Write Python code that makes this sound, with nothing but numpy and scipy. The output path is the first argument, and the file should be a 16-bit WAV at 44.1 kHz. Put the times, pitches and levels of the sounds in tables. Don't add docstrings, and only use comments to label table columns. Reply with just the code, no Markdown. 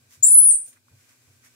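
import sys
import numpy as np
from scipy import signal
from scipy.fft import rfft, irfft
from scipy.io import wavfile
from scipy.ndimage import uniform_filter1d, minimum_filter1d

SR = 44100
rng = np.random.default_rng(int(sys.argv[2]) if len(sys.argv) > 2 else 0)


def waveform_to_disk(signal):
    frames = np.transpose(np.atleast_2d(signal))
    scaled = np.clip(frames, -1, 1) * 32767
    samples = np.round(scaled).astype(np.int16)
    wavfile.write(sys.argv[1], SR, samples)


def elevation(decibels):
    levels = np.asarray(decibels, float)
    return 10 ** (levels / 20)


N = 68355
TIME_S = np.arange(N) / SR


def evened(x):
    return x / np.sqrt(np.mean(x ** 2) + 1e-20)


def read(points, hz):
    f, value = np.transpose(points)
    return np.interp(np.log(hz + 1), np.log(f + 1), value)


def colour(x, gain):
    return irfft(rfft(x) * gain(np.fft.rfftfreq(N, 1 / SR)), N)


def bell(centre_s, half_s):
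    return np.exp(-.5 * ((TIME_S - centre_s) / half_s) ** 2)


# (frequency [Hz], likeness [0..1])
LIKENESS = [(60, 0.36), (240, 0.82), (950, 0.083), (3770, 0.14), (15000, 0.02)]


def pair(a, b):
    def shared(f):
        return np.clip((read(LIKENESS, f) - .3) / .7, 0, 1) ** .5

    right = colour(a, shared) + colour(b, lambda f: np.sqrt(1 - shared(f) ** 2))
    return np.array([a, right])


def voice(*parts):
    wobble_hz, wobble_s, breath_db, breath_hz, top_hz = 25, .004, -54, 1500, 16000
    s, hz, db, octave_db = np.transpose([row for part in parts for row in part])
    pitch = uniform_filter1d(np.interp(TIME_S, s, hz), size=110)
    tremble = rng.standard_normal(N)
    for _ in range(2):
        tremble = uniform_filter1d(tremble, int(wobble_s * SR))
    pitch = pitch + wobble_hz * evened(tremble)
    phase = 2 * np.pi * np.cumsum(pitch) / SR
    breath = evened(colour(rng.standard_normal(N), lambda f: 1 / (1 + (f / breath_hz) ** 2)))
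    octave = elevation(np.interp(TIME_S, s, octave_db))
    octave = octave * np.clip((top_hz - 2 * pitch) / 400 + 1, 0, 1)
    tone = (1 + elevation(breath_db) * breath) * np.sin(phase) + octave * np.sin(2 * phase)
    sounding = (TIME_S > s[0]) & (TIME_S < s[-1])
    edge = uniform_filter1d(sounding * 1., size=40)
    return np.sqrt(2) * elevation(np.interp(TIME_S, s, db)) * edge * tone


# (frequency [Hz], t60 [s])
TILE_DECAY = [(1000, .4), (7000, .31), (8500, .35), (10000, .4), (15000, .31)]


def tiles(x):
    bend_db_per_s2, first_echo_s = 251, .003
    t = np.arange(SR // 2) / SR
    taps = rng.standard_normal((2, len(t))) * (rng.random((2, len(t))) < .15)
    hz, at, z = signal.stft(taps, SR, nperseg=128)
    decay_db = -60 * at / read(TILE_DECAY, hz)[:, None] - bend_db_per_s2 * at ** 2
    taps = signal.istft(z * elevation(decay_db), SR, nperseg=128)[1][:, :len(t)]
    taps = taps * (t > first_echo_s)
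    return signal.fftconvolve(np.atleast_2d(x), taps / np.linalg.norm(taps[0]), axes=1)[:, :N]


# (time [s], pitch [Hz], level [dB], octave relative level [dB])
CHIRP_PATH = [(.2262, 6950, -27, -18.5), (.228, 7010, -22, -18.5), (.235, 7212, -12, -21),
              (.242, 7520, -11.5, -22.5), (.247, 8090, -12, -23.5), (.249, 8080, -28, -26.5)]
WHISTLE_PATH = [(.252, 8720, -18.5, -17), (0.263, 9280, -29.5, -50), (0.266, 9556, -13, -59),
                (.285, 9683, -22, -71.5), (0.326, 9990, -12, -64), (0.364, 9976, -14, -44),
                (0.394, 10060, -9, -61), (.432, 9789, -19.5, -50), (0.483, 9513, -17.5, -51.5)]
DROP_PATH = [(.499, 9200, -13, -45), (.51, 8750, -13, -45), (.514, 8100, -19, -30), (.517, 7300, -32, -24),
             (.519, 6800, -46, -25)]
SQUEAK_PATH = [(.64, 14150, -74, -60), (.665, 14000, -63, -60), (.69, 13600, -63, -60),
               (.712, 13000, -68, -60)]
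SIDE_PATH = [(.248, 11750, -56, -60), (.255, 11750, -50, -60), (.268, 11700, -62, -60)]


def monkey():
    pan_db, lag_s, room_db, treble_pan_db = 4.8, .00004, 2, 1.5
    call = voice(CHIRP_PATH, WHISTLE_PATH, DROP_PATH)
    mouth = call + voice(SQUEAK_PATH) + voice(SIDE_PATH)
    late = colour(mouth, lambda f: np.exp(-2j * np.pi * f * lag_s))
    direct = np.array([mouth * elevation(pan_db), late * elevation(-pan_db)])
    heard = direct + elevation(room_db) * tiles(call)
    return colour(heard, lambda f: elevation(treble_pan_db * np.outer([1, -1], f > 12000)))


# (time [s], peak level [dB], rattle level [dB])
FOOTFALLS = [(.0, -56, -29), (0.084, -61, -37), (0.171, -49, -25), (0.291, -44.5, -11.5), (0.399, -56, -21),
             (0.732, -62, -14.5), (0.91, -46, -20.5), (1.272, -49, -16.5), (1.402, -61.5, -17.5)]
# (frequency [Hz], level [dB], t60 [s])
COUNTER_MODES = [(97, 0, .42), (124, -2, .34), (150, -10, .15)]


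def thumps():
    rise_s, rattle_rise_s, rattle_t60_s, rattle_hz = .013, .0085, .36, 550
    out, t = np.zeros((2, N + SR)), np.arange(SR // 2) / SR
    noise = pair(*rng.standard_normal((2, N)))
    rattle = colour(noise, lambda f: 1 / (1 + (270 / (f + 1)) ** 6) / (1 + (f / rattle_hz) ** 2))
    rattle = evened(rattle)[:, :len(t)]
    press = np.sin(np.pi / 2 * np.minimum(t / rise_s, 1)) ** 2
    for s, db, rattle_db in FOOTFALLS:
        ring = 0
        for hz, mode_db, t60 in COUNTER_MODES:
            mode_hz = hz * rng.uniform(.98, 1.02)
            ring = ring + elevation(mode_db - 60 * t / t60) * np.sin(2 * np.pi * mode_hz * t)
        shake = elevation(rattle_db - 60 * t / rattle_t60_s) * np.roll(rattle, rng.integers(len(t)), 1)
        shake = shake * np.minimum(t / rattle_rise_s, 1)
        out[:, round(s * SR):][:, :len(t)] += elevation(db - 2.0) * (ring * press + shake)
    return out[:, :N]


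# (centre time [s], half length [s], level [dB], brightness [dB per octave])
STROKES = [(0.054, 0.068, -73, -1), (0.133, 0.022, -53, 3.46), (0.383, 0.0073, -54, 3),
           (0.477, 0.063, -54, 5), (0.618, 0.018, -62.5, 4), (0.678, 0.022, -53, 7.6),
           (0.733, .005, -58.5, 1), (1.012, 0.053, -63, 1.9), (1.093, .004, -57, 3.5),
           (1.11, 0.025, -61, 0.5), (1.275, 0.12, -66, 2), (1.459, 0.021, -56, 3),
           (1.54, 0.031, -64.5, 1.5)]
# (frequency [Hz], density [dB per Hz])
RUB_SPECTRUM = [(290, -39.5), (500, -22.5), (708, -7), (843, -27.5), (974, -9), (2100, -7), (4150, -17.5),
                (6060, -10), (16000, -25)]


def rubs():
    grains_per_s, grain_db = 4000, 2.5
    out = np.zeros((2, N))
    for s, half, db, tilt_db in STROKES:
        noise = rng.standard_normal((2, N))
        catches = rng.random(N) < grains_per_s / SR
        catch_size = elevation(grain_db * np.minimum(rng.exponential(1, N), 4))
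        grains = noise * (0.27 + catches * catch_size)

        def spectrum(f):
            return elevation(read(RUB_SPECTRUM, f) + tilt_db * np.log2(f / 3000 + 0.011)) * (f > 300)

        out += elevation(db) * evened(colour(grains, spectrum)) * bell(s, half)
    out = pair(*out)
    return out + elevation(-4.5) * tiles(out)


# (centre time [s], half length [s], level [dB], frequency [Hz], width [Hz])
PUFF_EVENTS = [(0.23, 0.0029, -55.5, 5150, 1900), (.31, .04, -65.5, 5430, 800),
               (.43, 0.035, -58, 5160, 1800), (.518, .006, -50.5, 5400, 2006),
               (.5, 0.032, -61.5, 14200, 250), (0.496, 0.019, -57, 15550, 394),
               (.516, .003, -52, 15600, 600), (.565, .018, -63, 14050, 420), (.61, .02, -64, 14150, 400),
               (.63, 0.0034, -68, 13500, 3600), (.47, 0.036, -54.5, 7300, 920),
               (.6, 0.027, -71.5, 600, 500), (.68, .02, -71, 650, 500), (.69, 0.034, -60.5, 6800, 1300),
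               (0.77, 0.0091, -61.5, 1700, 1600), (0.885, 0.0016, -58, 1250, 530),
               (1.455, 0.018, -60.5, 1850, 1186), (0.91, 0.019, -71.5, 2100, 1200)]


def puffs():
    out = np.zeros((2, N))
    for s, half, db, hz, width in PUFF_EVENTS:
        band = colour(rng.standard_normal((2, N)), lambda f: 1 / (1 + (2 * (f - hz) / width) ** 4))
        out += elevation(db) * evened(band) * bell(s, half)
    return pair(*out)


# (frequency [Hz], density [dB per Hz])
HISS_SPECTRUM = [(18, -43.5), (30, -24), (252, -1.5), (1070, -10), (1860, -15), (3400, -10), (3870, -7.5),
                 (7870, -9), (16000, -13.5)]
# (frequency [Hz], width [Hz], level [dB])
FAN_LINES = [(121, 16, -72), (242.7, 21.2, -79), (99, 32, -74.5), (7600, 1100, -75.5), (1550, 89, -77.5),
             (2413, 250, -75.5), (40, 40, -85)]


def air():
    hiss_db, lull_s, lull_half_s, lull_depth_db, pan_db = -65.5, .82, .03, -4.5, .4
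    noise = pair(*rng.standard_normal((2, N)))
    hiss = elevation(hiss_db + 0.5) * evened(colour(noise, lambda f: elevation(read(HISS_SPECTRUM, f))))
    for hz, width, db in FAN_LINES:
        noise = pair(*rng.standard_normal((2, N)))
        line = colour(noise, lambda f: 1 / (1 + (2 * (f - hz) / width) ** 2))
        hiss = hiss + elevation(db) * evened(line)
    lull_db = lull_depth_db * bell(lull_s, lull_half_s)
    return hiss * elevation(lull_db + pan_db * np.array([[1], [-1]]))


def whine():
    whine_hz, whine_db, wobble_rad = 248, -79, 0.58
    drift = evened(colour(rng.standard_normal(N), lambda f: 1 / (1 + (f / 6.1) ** 2)))
    return np.sqrt(2) * elevation(whine_db) * np.sin(2 * np.pi * whine_hz * TIME_S + wobble_rad * drift)


def scene():
    return monkey() + thumps() + rubs() + puffs() + air() + whine()


def limit(x):
    ceiling = .96
    gain = minimum_filter1d(np.minimum(ceiling / (abs(x).max(0) + 1e-9), 1), size=801)
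    return x * uniform_filter1d(uniform_filter1d(gain, size=400), size=400)


def mask(x):
    lower_hz, lower_db, upper_hz, upper_db, bins = 5600, -62, 10350, -52, 24
    hz, at, z = signal.stft(x, SR, nperseg=2048, noverlap=1536)
    power = (abs(z) ** 2).mean(0)
    band = np.arange(len(hz)) // bins
    band_power = np.add.reduceat(power, np.arange(0, len(hz), bins), 0)
    share = band_power[band] / power.sum(0)
    bar_db = np.where(hz < upper_hz, lower_db, upper_db)[:, None]
    keep = (share > elevation(2 * bar_db)) | (hz[:, None] < lower_hz)
    return signal.istft(z * keep, SR, nperseg=2048, noverlap=1536)[1][:, :N]


def roll_off(x):
    return signal.sosfilt(signal.butter(12, 16810, fs=SR, output="sos"), x)


def record(dry):
    low_cut_hz, edge_hz = 80, 15750
    x = colour(dry, lambda f: 1 / np.sqrt(1 + (low_cut_hz / (f + 1)) ** 3))
    band_limit = signal.firwin(511, edge_hz, window=("kaiser", 9), fs=SR)
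    x = signal.oaconvolve(x, band_limit[None], "same")
    mix = mask(limit(x))
    return roll_off(mix)


dry = scene()
out = record(dry)
waveform_to_disk(out)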